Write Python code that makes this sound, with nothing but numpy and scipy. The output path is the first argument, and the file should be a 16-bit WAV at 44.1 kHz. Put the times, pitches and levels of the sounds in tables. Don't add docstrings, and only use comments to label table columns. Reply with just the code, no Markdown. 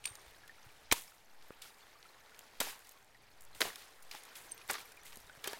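import sys
import numpy as np
from scipy import signal
from scipy.fft import rfft, irfft
from scipy.io import wavfile
from scipy.ndimage import uniform_filter1d

SR = 44100
rng = np.random.default_rng(int(sys.argv[2]) if len(sys.argv) > 2 else 0)


def materialize(psi):
    bounded = np.clip(np.atleast_2d(psi).T, -1, 1)
    quanta = np.round(bounded * 32767).astype(np.int16)
    wavfile.write(sys.argv[1], SR, quanta)


def natural_amplitude(level_db):
    exponent = np.asarray(level_db, float) / 20
    return 10 ** exponent


N = 246519

BAND_OCTAVES = np.array([0, 1.66, 3.1, 4.6])


def band(x, lo_hz, hi_hz):
    sos = signal.butter(3, [lo_hz, hi_hz], "band", fs=SR, output="sos")
    return signal.sosfilt(sos, x) * np.sqrt(SR / 2 / (hi_hz - lo_hz))


def walk(rate_hz):
    hold = max(int(SR / rate_hz), 1)
    steps = np.repeat(rng.standard_normal(N // hold + 1), hold)
    slewed = uniform_filter1d(uniform_filter1d(steps, hold), hold)
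    return 1.3 * slewed[:N]


def crackle(spread_db, rate_hz):
    hold = max(int(SR / rate_hz), 1)
    grain_size = np.repeat(rng.exponential(size=N // hold + 1), hold)[:N]
    noise = rng.standard_normal(N) * natural_amplitude(spread_db * grain_size)
    return noise / noise.std()


def rings(modes, wobble_db):
    out = np.zeros(N)
    for start, hz, db, t60 in modes:
        i = int(start * SR)
        t = np.arange(int(t60 * SR)) / SR
        mode = natural_amplitude(db - 60 * t / t60) * np.sin(2 * np.pi * hz * t)
        out[i:i + len(t)] += mode[:N - i]
    return out * natural_amplitude(wobble_db * walk(146.05))


def stream():
    # frequency in Hz, density in dB per Hz.
    spectrum = [(88, -62), (150, -1), (716, 3), (871, 9), (1040, -10), (1120, -13), (2060, -2), (2270, -3),
                (16000, -59)]
    hz_at, db_at = np.transpose(spectrum)
    out = 0
    for hz in 140 * 2 ** np.arange(0, 6.9, .5):
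        db = np.interp(np.log(hz), np.log(hz_at), db_at) + .8 * walk(10)
        hiss = band(rng.standard_normal(N), hz / 1.19, hz * 1.19)
        out = out + natural_amplitude(db) * np.sqrt(hz) * hiss
    return out / out.std() * natural_amplitude(-71)


def rumble():
    # time in seconds, level in dB.
    gusts = [(0.0, -73), (0.56, -74), (0.87, -72), (1.09, -79.5), (1.46, -77.5), (1.68, -78.5),
             (2.63, -79.5), (2.96, -80), (3.28, -76), (3.53, -70.5), (3.74, -77.5), (4.33, -79),
             (4.64, -71.5), (4.95, -76), (5.12, -70.5), (5.59, -81)]
    s, db = np.transpose(gusts)
    wind = band(rng.standard_normal(N), 20, 140)
    handling = natural_amplitude(-2) * band(rng.standard_normal(N), 12, 40)
    level_db = np.interp(np.arange(N) / SR, s, db) - 1.2 + 1.5 * walk(15)
    return natural_amplitude(level_db) * (wind + handling)


def sliding():
    # time in seconds, level in dB.
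    rustle = [(0, -68.5), (.2, -64.5), (.45, -68), (.6, -67.5), (.9, -67), (1.15, -76), (1.32, -71.5),
              (1.5, -67.5), (2.1, -68), (2.58, -66.5), (2.95, -72), (3.1, -73), (3.5, -69), (4.0, -68.5),
              (4.3, -62.5), (4.6, -64), (5.0, -66), (5.59, -64)]
    rustle_colour = (-2.5, 1.3, -0.7, -4)
    # start in seconds, level in dB, length in seconds, tilt in dB per octave.
    slides = [(0.047, -58.5, 0.052, -1), (0.911, -48, 0.075, 0.5), (1.424, -72.5, 0.042, 1.5),
              (1.629, -61, 0.052, 1.5), (2.368, -72, 0.17, -5), (2.613, -46.5, .095, -.4),
              (2.864, -73, 0.11, 2.5), (3.403, -81, 0.039, 8), (3.545, -62.5, 0.13, 0.5),
              (3.625, -44.5, 0.06, -2.2), (3.778, -62, .04, .4), (4.12, -57.5, 0.059, -0.3),
              (4.356, -64, 0.11, 3.7), (4.685, -49.5, 0.12, -1.7), (5.048, -65.5, 0.32, 3),
              (5.438, -52, 0.064, -4), (5.508, -56.5, 0.056, -1.5)]
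    slide_colour = (-11.5, -4, 1.3, 1.5)
    rise_s, sag_db_s, stop_db_s = 0.0052, 60, 260
    trickle_db, trickle_fall_db_s = -10, 52

    t = np.arange(N) / SR
    rustle_db = np.interp(t, *np.transpose(rustle)) + np.array(rustle_colour)[:, None]
    power = natural_amplitude(2 * rustle_db)
    for start, db, length, tilt_db in slides:
        i = int(start * SR)
        age = t[i:i + SR] - start
        rush = natural_amplitude(-2 * (sag_db_s * age + stop_db_s * np.maximum(age - length, 0)))
        trickle = natural_amplitude(2 * (trickle_db - trickle_fall_db_s * age))
        shape = np.clip(age / rise_s, 0, 1) * (rush + trickle)
        band_db = db + np.array(slide_colour) + tilt_db * (BAND_OCTAVES - BAND_OCTAVES[2])
        power[:, i:i + SR] += natural_amplitude(2 * band_db[:, None]) * shape
    return power


def shards(power, count, lo_hz, hi_hz, db, spread_db, follow, ring_s=.004):
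    when, pitch, size, ring = rng.random((count, 4)).T
    hz = lo_hz * (hi_hz / lo_hz) ** pitch
    slide_db = 10 * np.log10(power[2, (when * N).astype(int)])
    level_db = db + follow * slide_db - spread_db * np.log(size + .03)
    t60 = ring_s * (1 + 7 * ring ** 4)
    return rings(zip(when * N / SR, hz, level_db, t60), wobble_db=.5)


def steel():
    # start in seconds, frequency in Hz, level in dB, t60 in seconds.
    pick = [(.040, 8900, -54, 0.083), (.0555, 8952, -52, 0.25), (.0555, 8680, -44, 0.24),
            (.0555, 8893, -53, 0.49), (.0555, 8740, -47, 0.25), (.0565, 8800, -23.5, 0.023)]
    # start in seconds, frequency in Hz, level in dB, t60 in seconds.
    gear = [(0.055, 4600, -48, .08), (0.073, 3760, -53, 0.13), (0.926, 8920, -44, 0.1),
            (4.973, 2400, -50, .04), (1.5062, 1200, -38, .006), (0.938, 945, -43, 0.08),
            (2.604, 8020, -32, 0.036), (2.630, 11700, -44, 0.03), (2.64, 11800, -54, 0.3),
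            (1.010, 14000, -46, .02), (2.630, 13650, -46, .035), (2.919, 13600, -51, .025),
            (4.359, 3330, -54, .03), (4.368, 3300, -47.5, 0.024), (4.614, 2500, -45, .03),
            (3.757, 5300, -46, .01), (3.6165, 3900, -22, .012), (.9145, 4000, -24, .02),
            (2.611, 3900, -33, .03), (1.624, 3550, -52, .04), (4.492, 6234, -58.5, 0.28),
            (4.514, 6234, -50, 0.041), (4.519, 8630, -33, 0.029), (4.545, 13700, -54, .04),
            (4.577, 8800, -50, .03), (4.615, 11100, -61, 0.12), (4.854, 11900, -50.5, 0.036),
            (5.525, 6900, -61, .1), (5.475, 3140, -42, 0.083)]
    return rings(pick + gear, wobble_db=2.4)


def bursts(fractures, rise_share):
    force = np.zeros((4, N))
    t = np.arange(SR // 8) / SR
    for start, db, colour, narrow, t60_ms in fractures:
        i = int(start * SR)
        age = t * 1000 / max(t60_ms, 3)
        shape = (1 - np.exp(-age / rise_share)) ** 2 * natural_amplitude(-60 * age)
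        band_db = db - narrow * abs(BAND_OCTAVES - colour)
        force[:, i:i + len(t)] += (natural_amplitude(band_db[:, None]) * shape)[:, :N - i]
    return force


def ice(power):
    # start in seconds, level in dB,
    # colour in octaves over 400 Hz, narrowness in dB per octave, t60 in ms.
    blows = [(0.0535, -20.5, 3.2, 16, 14), (0.0575, -21.5, 4.6, 21, 3.8), (0.9135, -12, 2.8, 10, 19),
             (0.9215, -10.5, 4.6, 3.5, 26), (0.9235, -14, 2.7, 9, 14), (2.601, -18.5, 4.6, 3, 26.5),
             (2.604, -31, 3.1, 5.5, 27), (2.6105, -26, 2, 3, 33), (3.604, -21.5, 4.6, 1, 37),
             (3.6155, -23.5, 3.1, 1.5, 19), (3.6165, -17, 2.8, 8, 4.7), (3.621, -26.5, 3.3, 1, 29),
             (4.688, -37, 2.6, 1.5, 114), (4.697, -23.5, 1.86, 7.5, 23), (4.701, -31, 2, 1, 34),
             (4.709, -20, 4.6, 22, 13), (5.4415, -24, 3.8, 4.5, 10.4), (5.4726, -25, 4.6, 2, 25),
             (5.531, -31.5, 2.3, 1, 11), (4.149, -36, 2.6, 1.5, 11), (4.749, -28.5, 2.1, 7, 39),
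             (5.484, -43, 1.6, 2.5, 8.7)]
    # start in seconds, level in dB, colour in octaves over 400 Hz, t60 in ms.
    ticks = [(0.041, -39.5, 3.2, 13), (0.074, -40.5, 3.1, 22), (0.153, -35, 4, 16), (0.264, -59, 4.6, 16),
             (0.477, -40.5, 3.9, 19), (0.978, -40, 4.1, 14), (0.997, -39, 4.3, 14), (1.01, -39, 3.6, 9),
             (1.423, -52, 3.1, 15), (1.617, -36.5, 3.92, 55), (2.027, -46.5, 3.1, 11),
             (2.391, -34, 4.1, 10.5), (2.686, -34.5, 2.6, 7.7), (2.753, -43, 2, 14), (3.549, -42, 3.6, 15),
             (3.758, -30, 3.9, 8), (4.023, -48.5, 4.6, 41), (4.111, -33, 3.46, 31), (4.235, -35.5, 3.9, 9),
             (4.251, -41.5, 3.9, 25), (4.352, -38.5, 3.8, 43), (4.578, -41.5, 3.9, 11),
             (4.613, -49, 2.8, 43), (4.738, -31, 2.37, 39), (4.781, -35.5, 2.1, 26), (4.919, -43, 4.1, 21),
             (5.065, -42, 3.8, 14), (5.122, -44, 3.1, 16), (5.173, -47, .1, 11), (5.459, -32, 2, 16)]
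    # start in seconds, level in dB.
    splinters = [(1.02, -36), (1.147, -55), (2.63, -31), (2.791, -42.5), (2.847, -48), (2.87, -45),
                 (2.892, -39.5), (2.912, -44), (2.919, -50), (3.045, -51.5), (3.408, -42), (3.42, -45),
                 (3.437, -50), (3.45, -46), (4.514, -38), (4.519, -44), (4.678, -42), (4.733, -29.5),
                 (4.969, -48), (5.033, -44), (5.157, -38.5), (5.171, -37), (5.202, -45), (5.267, -55),
                 (5.35, -51), (5.423, -48), (3.84, -50), (3.846, -52), (.362, -52), (.215, -54)]
    # colour in octaves over 400 Hz, narrowness in dB per octave, t60 in ms.
    splinter_tone = (4.6, 9.1, 9.2)
    # start in seconds, level in dB.
    crumbs = [(0.204, -50), (1.928, -52), (2.05, -52), (2.235, -53), (1.281, -55), (2.294, -50),
              (2.345, -47), (2.552, -50), (2.973, -52), (3.007, -62), (3.145, -52), (5.128, -42),
              (5.294, -48)]
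    # colour in octaves over 400 Hz, narrowness in dB per octave, t60 in ms.
    crumb_tone = (2.3, 7, 17)
    # lower edge in Hz, upper edge in Hz.
    bands = [(200, 800), (800, 2000), (2000, 6000), (6000, 16000)]
    grit_share = (-4, -1.5, -0.5, 1.5)
    # centre in Hz, width in Hz, gain in dB.
    wall = [(444, 102, 6.5), (890, 66, -3), (1710, 440, 1), (200, 320, -6), (5740, 2040, -3),
            (3470, 1800, 2), (15900, 6900, -6)]

    small = [(s, db, colour, 10, t60_ms) for s, db, colour, t60_ms in ticks]
    small += [(*row, *splinter_tone) for row in splinters]
    small += [(*row, *crumb_tone) for row in crumbs]
    force = natural_amplitude(-1.) * bursts(blows, rise_share=.055) + natural_amplitude(1.) * bursts(small, rise_share=.03)
    cracks = crackle(1.3, 4000)
    grit = crackle(1.4, 2500) * natural_amplitude(.7 * walk(90))
    out = 0
    for k, (lo_hz, hi_hz) in enumerate(bands):
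        slide = np.sqrt(power[k]) * natural_amplitude(1.1 * walk(45))
        out = out + band(force[k] * cracks + natural_amplitude(grit_share[k]) * slide * grit, lo_hz, hi_hz)

    hz = np.fft.rfftfreq(N, 1 / SR)
    wall_db = sum(db / (1 + (2 * (hz - centre) / width) ** 2) for centre, width, db in wall)
    return irfft(rfft(out) * natural_amplitude(wall_db), N)


def drips():
    # start in seconds, frequency in Hz, level in dB, t60 in seconds.
    drops = [(.435, 1680, -53.5, 0.11), (.495, 1816, -43.5, 0.048), (1.955, 1175, -52.5, 0.043),
             (2.055, 1330, -51, 0.046), (2.32, 1450, -50.5, 0.033), (2.955, 1100, -61, 0.12),
             (3.15, 1910, -55.5, 0.05), (4.148, 840, -42, 0.03), (5.297, 1500, -44, 0.039),
             (5.475, 400, -40, 0.068), (5.532, 930, -43, 0.081), (5.532, 1740, -44.5, 0.08),
             (5.445, 1730, -51, 0.09), (.9235, 1100, -20, 0.018), (.11, 98, -47.5, 0.05),
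             (.27, 65, -55.5, 0.088), (.665, 115, -50, 0.054), (.9145, 2300, -24, .02),
             (1.5062, 480, -35, .009), (5.4415, 2300, -38, .025), (5.459, 1600, -41, .03),
             (2.611, 1400, -31, .03), (4.698, 2200, -31, .03), (5.375, 140, -54, .05),
             (5.17, 222, -51, 0.058), (.922, 69, -35, 0.035), (.922, 291, -27.5, 0.027),
             (2.605, 247, -39, 0.043), (3.616, 190, -60, 0.36), (4.70, 280, -45, 0.044)]
    return rings(drops, wobble_db=0.74)


def scene():
    far = stream() + rumble()
    power = sliding()
    crumbs = shards(power, count=2200, lo_hz=900, hi_hz=6500, db=-14.5, spread_db=3.4, follow=.75)
    chunks = shards(power, count=1500, lo_hz=605, hi_hz=2600, db=4.5, spread_db=3.5, follow=1.072)
    needles = shards(power, count=1500, lo_hz=3500, hi_hz=15000, db=-4.5, spread_db=3.6, follow=0.9,
                     ring_s=.0017)
    near = steel() + ice(power) + drips()
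    return np.tile(near + crumbs + chunks + needles + far, (2, 1))


def top_cut(x):
    return signal.sosfilt(signal.butter(12, 16670, fs=SR, output="sos"), x)


def record(dry):
    # time in seconds, shift in full-scale units, width in seconds.
    shifts = [
        (.7, -.0006, 0.15),
        (.95, .002, 0.097),
        (1.4, -.0018, 0.075),
        (1.6, .0013, 0.053),
        (2.65, .003, 0.058),
        (3.47, -.002, 0.066),
        (3.68, .001, 0.038),
        (4.07, -.002, 0.054),
        (5.12, -.0015, 0.04),
    ]
    t = np.arange(N) / SR
    rest_level = -0.00041
    drift = rest_level + sum(size * np.exp(-.5 * ((t - s) / width) ** 2) for s, size, width in shifts)
    treble_cut = signal.ellip(8, .2, 70, 15900, fs=SR, output="sos")
    return top_cut(signal.sosfilt(treble_cut, dry) + drift)


dry = scene()
out = record(dry)
materialize(out)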